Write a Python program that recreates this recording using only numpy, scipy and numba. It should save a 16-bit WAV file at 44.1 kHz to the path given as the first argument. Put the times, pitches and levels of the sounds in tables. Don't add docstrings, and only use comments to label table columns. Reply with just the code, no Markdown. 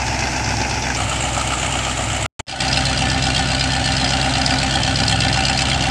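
import sys
import numpy as np
from scipy import signal
from scipy.fft import rfft, irfft, next_fast_len
from scipy.io import wavfile
from scipy.ndimage import uniform_filter1d
from numba import njit

SR = 44100
rng = np.random.default_rng(int(sys.argv[2]) if len(sys.argv) > 2 else 0)


def volts(x):
    e = np.asarray(x, float) / 20
    return 10 ** e


def dump_mix(stems):
    frames = np.atleast_2d(stems).T
    limited = np.clip(frames, -1, 1)
    pcm = np.round(limited * 32767).astype(np.int16)
    wavfile.write(sys.argv[1], SR, pcm)


N = 260190

# opens t/s, closes t/s, crank place at opening/cycles, speed/(cycles/s)
SHOTS = [(0, .964, .556, 7.93), (.964, 2.44, .144, 7.968), (2.46, 5.9, -.066, 8.077)]
MICROPHONE_TOP = [15000, 15000, 12500]
# exhaust level/dB, ring level/dB, clatter level/dB, ring creep/(dB/s), clatter creep/(dB/s)
STANCE = [(1.5, -24.5, -20, 0.7, 1.5), (1, -26, -24.5, -0.5, -0.6), (1.5, -24, -24, 0.65, 0.07)]
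# place/cycles, exhaust push level/dB
CYLINDERS = [(.06, 1.5), (0.181, 1), (.314, 3.5), (.425, -3.5), (.557, -7.5), (.69, 0.5), (.82, 6),
             (.94, 1)]
# f/cycle rate, width/Hz, level/dB at each of the three places
EXHAUST_MODES = [(7.98, 4.3, -29.5, -29.5, -27.5), (10.67, 15.5, -36.5, -37.5, -32.5),
                 (13.096, 2.24, -33, -31, -32.5), (16.11, 13.6, -31.5, -31.5, -26.5),
                 (18.5, 5.7, -40, -40, -37.5), (21.06, 2, -50, -43, -36.5), (24.1, 33, -45.5, -49.5, -43),
                 (27.2, 44, -47.5, -44, -40), (39.58, 4.4, -45, -46.5, -46), (47.4, 4.7, -48, -70, -54)]
# order 32 level/dB, order 33 level/dB, swell/cycles
THROB = [(-41, -44, .62), (-42, -46, .61), (-38, -37, .70)]
# centre/cycles, spread/cycles, level/dB
SURGE = (16.5, 3.5, 2.8)
RING = [(-26, -17.5, -17), (7.5, -16.5, -4.5), (9, -10.5, -6), (4.5, -11.5, -4.5), (5, -12.5, 0),
        (12, -14.5, -6), (2.5, -25, -3), (-27, -15, -6.5)]
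CLATTER = [(-3.5, -0.5, 4), (-9, 4, 4), (-12, -5.5, 2), (-7, 0, 4.5), (-9.5, -1.5, -3), (-8, 2, 3),
           (-20, -10.5, -3), (-54, -25.5, -1)]
# resonant share level/dB, splash over knocks level/dB at
# 800, 4500 and 11000 Hz, knock decay t/s, knock delay/cycles
MIX = [(-18.5, 3.9, -1.5, 6.5, 0.0074, 0.0023), (-3, 4.3, 0.5, 0, 0.0072, 0.0068),
       (-0.5, 3, -5.5, -6.5, 0.0061, 0.03067)]
# f/Hz, level/dB at each place
COLOUR = [(100, -47, -52, -13), (198.5, 0, -0.5, 2.5), (320, -1, -2, -4), (457, -8, -8.5, -12.5),
          (583, -4.5, 0.5, 0.5), (867, 5, 4, 0), (1048, -9.5, -8.5, -11.5), (1296, -9.5, -7, -3.5),
          (2560, -5.5, -3.5, -5), (3510, -20, -9.5, -4), (5520, -10.5, -14, -10.5),
          (8170, -22, -9.5, -11.5), (9390, -32.5, -20.5, -21), (13730, -48.5, -44, -49)]
# f/Hz, width/Hz, level/dB
BLOCK = [
    [(795, 200, -1), (904, 140, -6), (1517, 310, 12), (2040, 99, 13), (2600, 180, 6), (3470, 150, 5),
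     (5600, 390, -16), (6450, 300, -6)],
    [(740, 61, -15), (1282, 197, 5), (2100, 110, -25), (2230, 110, -2), (2480, 90, -19.5), (2980, 330, -2),
     (4190, 230, -16.5), (7260, 820, -7)],
    [(735, 55, -10), (1467, 51, 3), (1770, 17, 5.5), (2380, 63, -2), (2730, 113, 1), (3070, 364, -4.5),
     (4237, 260, -1), (4880, 320, -3.5), (5670, 230, -13), (7570, 980, -26.5)],
]
# f/Hz, width/Hz, level/dB
CASING = [(817, 130, -38.5), (740, 83, -38), (775, 17.7, -29)]
# t/s, peak level/dB
HARD_KNOCKS = [(2.4808, -24.5), (2.5117, -20), (2.607, -9.5), (2.6833, -10.5), (2.7302, -3.5),
               (2.8535, -12), (2.9757, -16), (3.0999, -7.5), (3.5953, -17.5), (3.717, -15), (3.9674, -8.5),
               (4.0896, -14), (4.2129, -12), (4.3381, -12), (4.4154, -10.5), (4.4618, -6), (4.5855, -7.5),
               (4.7092, -12), (4.8335, -9.5), (4.9567, -7), (5.035, -7.5), (5.0644, -14.5), (5.0799, -2.5),
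               (5.2046, -4), (5.2829, -9.5), (5.3278, -9), (5.4511, -6.5), (5.483, -8), (5.5299, -11),
               (5.5778, -11)]

CUT_S, HICCUP_S, RETURN_S, FULL_S = 2.2625, 2.393, 2.468, 2.603
HICCUP_HOLD_S = 0.013


def level(x, db):
    return x * volts(db) / np.sqrt(np.mean(x ** 2))


@njit
def svf(x, hz, width):
    y, band, low = np.empty(len(x)), 0., 0.
    for i in range(len(x)):
        g, k = np.tan(np.pi * hz[i] / SR), width / hz[i]
        v = (band + g * (x[i] - low)) / (1 + g * (g + k))
        band = 2 * v - band
        low = low + 2 * g * v
        y[i] = k * v
    return y


def mode(x, hz, width, skirt, wander=0):
    centre = hz * (1 + wander + np.zeros(len(x)))
    return svf(svf(x, centre, 1. * width), centre, 1. * skirt)


def lag(x, seconds):
    return signal.lfilter([1], [1, -np.exp(-1 / (seconds * SR))], x)


def walk(count, rate):
    k = int(SR / rate)
    steps = np.repeat(rng.standard_normal(count // k + 1), k)
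    return 1.39 * uniform_filter1d(uniform_filter1d(steps, k), k)[:count]


def firings(cycles, jitter_s):
    turns = np.arange(np.floor(cycles[0]), np.ceil(cycles[-1]))
    places = (turns[:, None] + np.array(CYLINDERS)[:, 0]).ravel()
    at = np.interp(places, cycles, np.arange(len(cycles)), -1e4, 1e9)
    at = at + jitter_s * SR * rng.standard_normal(len(places))
    inside = (at > 0) & (at < len(cycles) - 1)
    cylinder = np.arange(len(at)) % len(CYLINDERS)
    return np.where(inside, at, len(cycles)).astype(int), cylinder


def pulses(at, db, scatter_db, count):
    sizes = volts(db + scatter_db * rng.standard_normal(len(at)))
    return np.bincount(at, sizes, count + 1)[:count] + 1e-18


def exhaust_pipe(cycles, shot):
    rate = (cycles[-1] - cycles[0]) * SR / len(cycles)
    before = SR // 2
    lead = np.r_[cycles[0] - np.arange(before, 0, -1) * rate / SR, cycles]
    at, cylinder = firings(lead + 1 / 16, jitter_s=0.00034)
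    push = pulses(at, np.array(CYLINDERS)[cylinder, 1], scatter_db=1.53, count=len(lead))
    out = 0
    for order, width, *db in EXHAUST_MODES:
        ring = mode(push, order * rate, width, 2 * width)[before:]
        out = out + level(ring, db[shot])
    return out


def throb(cycles, shot):
    low_db, high_db, place = THROB[shot]
    centre, spread, surge_db = SURGE
    angle = 2 * np.pi * (cycles - place)
    beat = level(np.cos(32 * angle), low_db) + level(np.cos(33 * angle), high_db)
    swell_db = surge_db * np.exp(-((cycles - centre) / spread) ** 2)
    return beat * volts(swell_db + .8 * walk(len(cycles), 4.95))


def pump_hum(count):
    return level(np.sin(2 * np.pi * 35.4 * np.arange(count) / SR), -48)


def hull_rumble(count):
    return level(mode(rng.standard_normal(count), 40, 50, 80), -51)


def blow_force(at, t):
    force_db = 1.7 * rng.standard_normal(len(at))
    struck = t[np.minimum(at, len(t) - 1)]
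    usual_db = np.mean(HARD_KNOCKS, axis=0)[1]
    for when, db in HARD_KNOCKS:
        fade_db = 20 * np.log10(edit(np.array(when))[0])
        force_db[np.abs(struck - when) < .005] = 1.0 + 0.39 * (db - fade_db - usual_db)
    return force_db


def block_and_covers(shake, shot):
    rings, count = 0, len(shake)
    for hz, width, db in BLOCK[shot]:
        swell = volts(db + 2 * walk(count, 14.))
        shift = .4 * min(width / hz, .06) * walk(count, 60.)
        rings = rings + swell * mode(shake, hz, width, 2.8 * width, wander=shift)
    return rings


def casing(at, cylinder, ring_db, shot, count):
    hz, width, db = CASING[shot]
    strike_db = np.where(cylinder == 3, 0, ring_db - 7)
    strikes = pulses(at, strike_db, scatter_db=1.5, count=count)
    return level(mode(strikes, hz, width, 150.), db)


def rattle_and_splash(cycles, t, shot):
    count, size = len(cycles), next_fast_len(len(cycles))
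    resonant_db, *splash_db, decay_s, delay = MIX[shot]
    at, cylinder = firings(cycles - delay, jitter_s=0.00044)
    ring_db, clatter_db = np.array([RING, CLATTER])[:, cylinder, shot]
    _, ring_mid, clatter_mid, ring_creep, clatter_creep = STANCE[shot]
    ring_drift = ring_mid + ring_creep * (t - t.mean())
    clatter_drift = clatter_mid + clatter_creep * (t - t.mean())
    force_db = blow_force(at, t)
    swell_db = .6 * walk(count, 3.)
    octave = np.log2(np.arange(size // 2 + 1) * SR / size + 1)
    knocks, splash = 0, 0
    for centre in np.arange(7, 14.2, 1 / 3):
        bright = np.clip((centre - 10.2) / 1.57, 0, 1)
        late = (.0007 * SR * rng.standard_normal(len(at))).astype(int)
        loose = np.clip(at + late, 0, count)
        blow_db = force_db + ring_db + bright * (clatter_db - ring_db)
        blows = pulses(loose, blow_db, scatter_db=2.5, count=count)
        burst = lag(lag(blows, 0.001), decay_s) * rng.standard_normal(count)
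        gurgle = volts(swell_db + 1.13 * walk(count, 44.94)) * rng.standard_normal(count)
        wet_db = np.interp(centre, np.log2([800, 4500, 11000]), splash_db)
        db = ring_drift + bright * (clatter_drift - ring_drift) - 10 * np.log10(1 + volts(2 * wet_db))
        band = np.cos(np.pi * np.clip(1.5 * (octave - centre), -.5, .5))
        knocks = knocks + band * rfft(level(burst, db), size)
        splash = splash + band * rfft(level(gurgle, db + wet_db), size)
    table = np.array(COLOUR)
    colour = volts(np.interp(octave, np.log2(table[:, 0]), table[:, 1 + shot]))
    edge = 1 + 2 ** (30 * (octave - np.log2(MICROPHONE_TOP[shot])))
    broad = irfft((knocks + splash) * colour / edge, size)[:count]
    shake = irfft(knocks + volts(-9.5) * splash, size)[:count]
    rings = block_and_covers(shake, shot)
    return volts(13.0) * (broad + volts(resonant_db) * rings) + casing(at, cylinder, ring_db, shot, count)


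def edit(t):
    hiccup_end = HICCUP_S + HICCUP_HOLD_S
    hiccup_db = -1 - 5400 * np.maximum(t - hiccup_end, 0)
    since = t - RETURN_S
    rise_db = -26.5 + (-10 + 26.5) * since / 0.017
    creep_db = -10 + 32 * since
    fade_db = np.minimum(rise_db, creep_db)
    stages = [t < CUT_S, t < HICCUP_S, t < RETURN_S, t < FULL_S]
    gain = np.select(stages, [1, 0, volts(hiccup_db), volts(fade_db)], 1)
    stop = np.where(t < HICCUP_S, CUT_S, hiccup_end)
    residue_db = -34 - 700 * np.maximum(t - stop, 0)
    return gain, (t >= CUT_S) * (t < RETURN_S) * volts(residue_db)


def tappet_ticks(t):
    when, db = np.transpose(HARD_KNOCKS)
    at = np.searchsorted(t, when)
    snap = lag(np.bincount(at, volts(db), len(t)), 0.0029) * rng.standard_normal(len(t))
    pitch = np.interp(t, when, 0.029 * rng.standard_normal(len(at)))
    hz, width = 4770, 640
    return level(mode(snap, hz, width, 2 * width, wander=pitch), -35.5)


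def scene():
    t, out = np.arange(N) / SR, np.zeros(N)
    for shot, (opens, closes, place, speed) in enumerate(SHOTS):
        span = (t >= opens) & (t < closes)
        now = t[span]
        cycles = place + speed * (now - opens)
        bass_back_s = 2.8
        missing = np.clip((bass_back_s - now) / (bass_back_s - RETURN_S), 0, 1) * (opens > HICCUP_S)
        bass_db = -8.5 * missing - 6 * (now > HICCUP_S) * (now < RETURN_S)
        low = exhaust_pipe(cycles, shot) + throb(cycles, shot)
        low = low + pump_hum(len(now)) + hull_rumble(len(now))
        out[span] = low * volts(STANCE[shot][0] + bass_db) + rattle_and_splash(cycles, now, shot)
    out[int(0.91 * SR)] += volts(-32)
    gain, residue = edit(t)
    dull = signal.sosfilt(signal.butter(2, 400, fs=SR, output="sos"), out)
    return (out * gain + dull * residue + tappet_ticks(t))[None]


def top_cut(x):
    return signal.sosfilt(signal.butter(12, 13580, fs=SR, output="sos"), x)


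def record(dry):
    return top_cut(dry)


dry = scene()
out = record(dry)
dump_mix(out)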